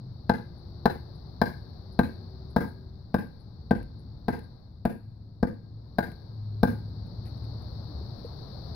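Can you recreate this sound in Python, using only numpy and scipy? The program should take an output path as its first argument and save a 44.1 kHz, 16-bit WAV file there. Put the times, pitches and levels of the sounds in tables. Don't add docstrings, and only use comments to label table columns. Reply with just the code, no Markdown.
import sys
import numpy as np
from scipy import signal
from scipy.fft import rfft, irfft
from scipy.io import wavfile

SR = 44100
rng = np.random.default_rng(int(sys.argv[2]) if len(sys.argv) > 2 else 0)


def store_pcm(level_fs):
    pcm = np.round(np.clip(level_fs, -1, 1) * 32767).astype(np.int16)
    wavfile.write(sys.argv[1], SR, np.atleast_2d(pcm).T)


N = 385871

# f/Hz, density/dB
RUMBLE_SPECTRUM = [(20, -29), (40, -9), (70, 3), (120, 0.5), (170, -5.5), (250, -13.5), (400, -22),
                   (900, -77.5)]
# t/s, level/dB
RUMBLE_ENVELOPE = [(0.0, -44), (2.73, -42.5), (3.48, -45.5), (4.29, -42), (4.65, -48.5), (6.31, -44.5),
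                   (6.48, -42.5), (6.75, -38.5), (8.75, -40.5)]
# f/Hz, density/dB
ROAD_SPECTRUM = [(100, -0.5), (250, 1), (450, 3.5), (800, 0.5), (1300, -8), (2000, -19.5), (3000, -36.5),
                 (7000, -74)]
# t/s, level/dB
SWELL = [(0.0, -68), (0.87, -63), (2.48, -63), (2.82, -68.5), (4.46, -67.5), (4.92, -75.5), (5.75, -72),
         (6.11, -64), (6.46, -66.5), (7.45, -58.5), (8.75, -55)]
# start/s, length/s, attack/s, release/s, level/dB, first f/Hz, last f/Hz
DRONES = [(-.3, 1.04, .2, 0.58, -44.5, 130, 120.3), (.1, 1.36, 0.4, 0.29, -60, 350, 359),
          (1.2, 2.04, 0.78, .5, -57.5, 376.6, 382), (3.597, 3.1, 0.31, 0.97, -49, 104.6, 107.6),
          (6.15, 2.3, 0.41, 1.25, -37, 106.7, 106.6), (8.5, 0.55, .2, .2, -40.5, 112.1, 117.3)]
# f/Hz, density/dB
HISS_LEFT = [(2500, -36), (3200, -25.5), (3700, -7.5), (4400, 1.5), (5100, -10), (5800, -19), (6600, -47),
             (8500, -63), (10500, -31.5), (12500, -36.5), (15500, -30)]
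# f/Hz, density/dB
HISS_RIGHT = [(2500, -34), (4000, -28.5), (5500, -38), (8000, -57), (11000, -37.5), (15500, -33)]
# f/Hz, density/dB
BREEZE_SPECTRUM = [(15, 12), (35, -13.5), (70, -8), (200, -28), (600, -50)]
# t/s, thud/dB, hardness/dB, splinter fizz/dB, send to yard scatter/dB
BLOWS = [(0.295, -18, 5, -15, -2.5), (0.8561, -18, 6.5, -10, -3.5), (1.4155, -18.5, 6, -8.5, -1.5),
         (1.991, -14.5, 1.5, -10.5, -3), (2.5626, -19, 3, -11.5, 3), (3.1427, -19, 0, -14.5, 0),
         (3.7097, -15.5, -2, -17.5, -3.5), (4.2828, -21, 1.5, -16.5, 3), (4.853, -20, -0.7, -17, -0.5),
         (5.4285, -17.5, -3, -22, -2), (5.9849, -22, 6.5, -10.5, -0.5), (6.6311, -16, 2.3, -8.5, -0.5)]
# f/Hz, level/dB, t60/s
BODY_MODES = [(81.2, -2, 0.13), (127, 8.5, 0.025), (230.2, 9.5, 0.033), (345.6, -6, 0.088),
              (476.7, 0.5, 0.048), (561, -3.5, 0.048), (701, 4, 0.035), (844, -8.5, 0.1),
              (919, -7.5, 0.056), (1032, -8.5, 0.049), (1179, -16, 0.078), (1473, -19, 0.15),
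              (1584, -2.5, 0.049), (1655, -1, 0.016), (1778, -19, 0.056), (2065, -28.5, .07),
              (2250, -30.5, 0.066)]
# f/Hz, slope/(dB/dB)
HARDNESS_SLOPE = [(220, 0), (460, 0), (670, 1.0), (950, 0.94), (1600, 1)]
# f/Hz, level/dB, t60/s
BLADE_MODES = [(4045, -33.5, 0.04), (4840, -48, 0.006)]
# f/Hz, density/dB
CRACK_SPECTRUM = [(300, 16.5), (700, 34), (1300, 23), (1800, 18), (2300, 12.5), (3000, -2), (3600, 12),
                  (4000, 12), (4400, 13), (4950, 13), (6000, -4), (8000, -17), (16000, -27.5)]
# f/Hz, density/dB
FIZZ_SPECTRUM = [(3000, -24.5), (6500, -17), (8500, -16.5), (10000, 4.5), (11000, 8.5), (12500, -1.5),
                 (15500, 6)]
# delay/s, level/dB, cutoff/Hz
ECHOES = [(.00456, -6, 3000), (.0203, -8.5, 910), (.0413, -17.5, 14000), (.0486, -22, 1170),
          (.0726, -27.5, 700), (.082, -27.5, 490), (.0995, -20.5, 386)]
# f/Hz, gain/dB
SCATTER_SPECTRUM = [(60, -21), (220, -9), (500, -13), (700, -23.5), (840, -15.5), (1100, -15.5),
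                    (1600, -11.5), (2000, -6), (2800, -6.5), (4000, -12.5), (8000, -3.5), (15000, -9.5)]
# t/s, level/dB
TINKLES = [(.58, -69), (1.1534, -67), (1.9246, -63), (2.5026, -63.5), (2.686, -60), (3.4012, -67),
           (3.992, -65), (4.433, -65)]
# f/Hz, level/dB, t60/s
TINKLE_MODES = [(9320, -7, 0.12), (10600, 1.5, 0.093)]
# t/s, level/dB, f/Hz, t60/s
BUMPS = [(3.759, -26, 48.4, 0.44), (7.89, -32, 300, 0.087), (7.95, -22.5, 71, .3),
         (8.011, -27.5, 384, 0.021), (8.246, -23.5, 476, 0.048)]
# t/s, level/dB, t60/s
TICKS = [(3.828, -25, 0.015), (4.3908, -22, .015), (6.1165, -23, .02), (7.066, -35, .03), (7.25, -20, 0.13),
         (7.37, -32, .04), (7.439, -29, .035), (7.62, -32, .02), (8.188, -29, .05), (8.247, -27, .06)]
# f/Hz, density/dB
TICK_SPECTRUM = [(400, -4), (1300, 1), (2400, 0.5), (3200, -7.5), (4500, -1), (7500, -23.5), (10500, 0),
                 (15500, -16.5)]
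# f/Hz, gain re left/dB
RIGHT_SHADING = [(60, -2), (200, -2), (470, -3), (700, -5), (1600, -11), (3000, -12), (4300, -22.5),
                 (7000, -26), (10000, -20.5), (13000, -3.5), (15500, -1.5)]


def from_db(db):
    return 10 ** (np.asarray(db) / 20)


def unit_rms(x):
    return x / np.sqrt(np.mean(x ** 2) + 1e-20)


def envelope(points):
    return np.interp(np.arange(N) / SR, *np.transpose(points))


def time_axis(length_s):
    return np.arange(int(length_s * SR)) / SR


def add(out, at_s, sound):
    start = int(round(at_s * SR))
    out[start:start + len(sound)] += sound[:len(out) - start]


def colour(x, spectrum, size=8192):
    hz, db = np.transpose(spectrum)
    grid_hz = np.maximum(np.arange(size // 2 + 1) * SR / size, 1)
    magnitude = from_db(np.interp(np.log(grid_hz), np.log(hz), db))
    cepstrum = irfft(np.log(magnitude))
    causal = np.r_[cepstrum[0], 2 * cepstrum[1:size // 2]]
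    response = irfft(np.exp(rfft(causal, size)))
    return signal.fftconvolve(x, response[:size // 2])[:len(x)]


def noise(spectrum, run_in=4096):
    return colour(rng.standard_normal(N + run_in), spectrum)[run_in:]


def stereo_noise(spectrum, width):
    sides = np.array([[1], [-1]])
    return unit_rms(noise(spectrum) + width * sides * noise(spectrum))


def drift(rate_hz):
    knots = rng.standard_normal(1000)
    return np.interp(np.arange(N) / SR * rate_hz, np.arange(len(knots)), knots)


def decay(t, t60_s):
    return np.exp(-np.log(1000) * t / t60_s)


def ring(t, hz, t60_s):
    return np.sin(2 * np.pi * hz * t) * decay(t, t60_s)


def burst(t, t60_s, grain_db):
    clicks = rng.standard_normal(len(t)) * from_db(grain_db * rng.standard_normal(len(t)))
    clicks *= decay(t, t60_s)
    return clicks / np.sqrt(np.sum(clicks ** 2))


def rumble(trim_db=1):
    return from_db(envelope(RUMBLE_ENVELOPE) + trim_db) * stereo_noise(RUMBLE_SPECTRUM, width=0.17)


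def road(swell_db, base_db=-56.5, swell_share=0.87):
    return from_db(base_db + swell_share * swell_db) * stereo_noise(ROAD_SPECTRUM, width=0.73)


def drones(waver_db=3.0, waver_hz=2.54):
    out = np.zeros(N)
    for start_s, length_s, attack_s, release_s, db, first_hz, last_hz in DRONES:
        t = np.arange(N) / SR - start_s
        hz = np.interp(t, [0, length_s], [first_hz, last_hz]) + waver_hz * drift(rate_hz=12)
        fade = np.clip(np.minimum(t / attack_s, (length_s - t) / release_s), 0, 1)
        rms = from_db(db + waver_db * drift(rate_hz=8.3)) * fade
        out += np.sqrt(2) * rms * np.sin(2 * np.pi * np.cumsum(hz) / SR)
    return out


def hiss(swell_db, base_db=-62):
    return from_db(base_db + swell_db) * unit_rms(np.array([noise(HISS_LEFT), noise(HISS_RIGHT)]))


def breeze(level_db=-60):
    return from_db(level_db) * unit_rms(np.array([noise(BREEZE_SPECTRUM), noise(BREEZE_SPECTRUM)]))


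def body_ring(t, thud_db, hard_db, spread_db=1.0, detune=0.009):
    hz, mode_db, t60_s = np.transpose(BODY_MODES)
    slope = np.interp(hz, *np.transpose(HARDNESS_SLOPE))
    signs = -(-1) ** np.arange(len(hz))
    level_jitter, pitch_jitter = rng.standard_normal((2, len(hz)))
    gains = signs * from_db(thud_db + mode_db + slope * hard_db + spread_db * level_jitter)
    detuned_hz = hz * (1 + detune * pitch_jitter)
    return gains @ ring(t, detuned_hz[:, None], t60_s[:, None])


def knock(thud_db, hard_db, fizz_db, typical_db=-16, crack_slope=1.1, clink_slope=2.4):
    t = time_axis(0.6)
    body = body_ring(t, thud_db, hard_db)
    drive_db = crack_slope * (thud_db + hard_db - typical_db) - 1.2
    clink = sum(from_db(db + clink_slope * drive_db) * ring(t, hz, t60_s)
                for hz, db, t60_s in BLADE_MODES)
    crack = from_db(drive_db - 14.5) * colour(burst(t, t60_s=0.039, grain_db=0), CRACK_SPECTRUM)
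    tear = burst(t, t60_s=0.065, grain_db=0.5)
    snap = from_db(-2) * burst(t, t60_s=0.002, grain_db=-2.5)
    fizz = from_db(fizz_db - 7.5) * colour(tear + snap, FIZZ_SPECTRUM)
    return body + clink + crack + fizz


def echoes(x, lag_s):
    out = x.copy()
    for delay_s, db, cutoff_hz in ECHOES:
        lowpass = signal.butter(1, cutoff_hz, fs=SR)
        add(out, delay_s + lag_s, from_db(db) * signal.lfilter(*lowpass, x))
    return out


def scatter(x, woodpile_s=0.012, fence_s=0.0405):
    t = np.arange(len(x)) / SR
    woodpile = from_db(-4) * burst(t, t60_s=0.13, grain_db=7)
    fence = burst(t, t60_s=0.28, grain_db=6)
    trees = from_db(-17) * burst(t, t60_s=1.0, grain_db=7.5)
    response = np.zeros(len(t))
    add(response, woodpile_s, woodpile)
    add(response, fence_s, fence + trees)
    return signal.fftconvolve(x, colour(response, SCATTER_SPECTRUM))[:len(x)]


def blows(shared_scatter_db=-2, right_scatter_db=3):
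    left, right = np.zeros((2, N))
    for at_s, thud_db, hard_db, fizz_db, send_db in BLOWS:
        direct = knock(thud_db, hard_db, fizz_db)
        sent = from_db(send_db) * direct
        shared = from_db(shared_scatter_db) * scatter(sent)
        left_own = scatter(sent)
        right_own = from_db(right_scatter_db) * scatter(sent)
        add(left, at_s, echoes(direct, lag_s=0) + shared + left_own)
        add(right, at_s, echoes(direct, lag_s=0.00037) + shared + right_own)
    return np.array([left, right])


def tinkles():
    out, t = np.zeros(N), time_axis(0.4)
    tinkle = sum(from_db(db) * ring(t, hz, t60_s) for hz, db, t60_s in TINKLE_MODES)
    for at_s, db in TINKLES:
        add(out, at_s, from_db(db) * tinkle)
    return out


def bumps():
    out, t = np.zeros(N), time_axis(0.4)
    for at_s, db, hz, t60_s in BUMPS:
        onset = 1 - decay(t, t60_s / 2)
        add(out, at_s, from_db(db) * ring(t, hz, t60_s) * onset)
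    return out


def ticks():
    out, t = np.zeros(N), time_axis(0.4)
    for at_s, db, t60_s in TICKS:
        scrape = colour(burst(t, t60_s, grain_db=4.5), TICK_SPECTRUM)
        onset = 2 * (1 - decay(t, t60_s))
        add(out, at_s, from_db(db) * scrape * onset)
    return out


def scene(swell_ref_db=-65):
    swell_db = envelope(SWELL) - swell_ref_db
    traffic = rumble() + road(swell_db)
    mic_hiss = hiss(swell_db)
    left, right = traffic + drones() + blows() + tinkles() + bumps() + ticks()
    return np.array([left, colour(right, RIGHT_SHADING)]) + mic_hiss + breeze()


def record(dry, cutoff_hz=15600):
    return signal.sosfilt(signal.ellip(10, 0.2, 80, cutoff_hz, fs=SR, output="sos"), dry)


dry = scene()
out = record(dry)
store_pcm(out)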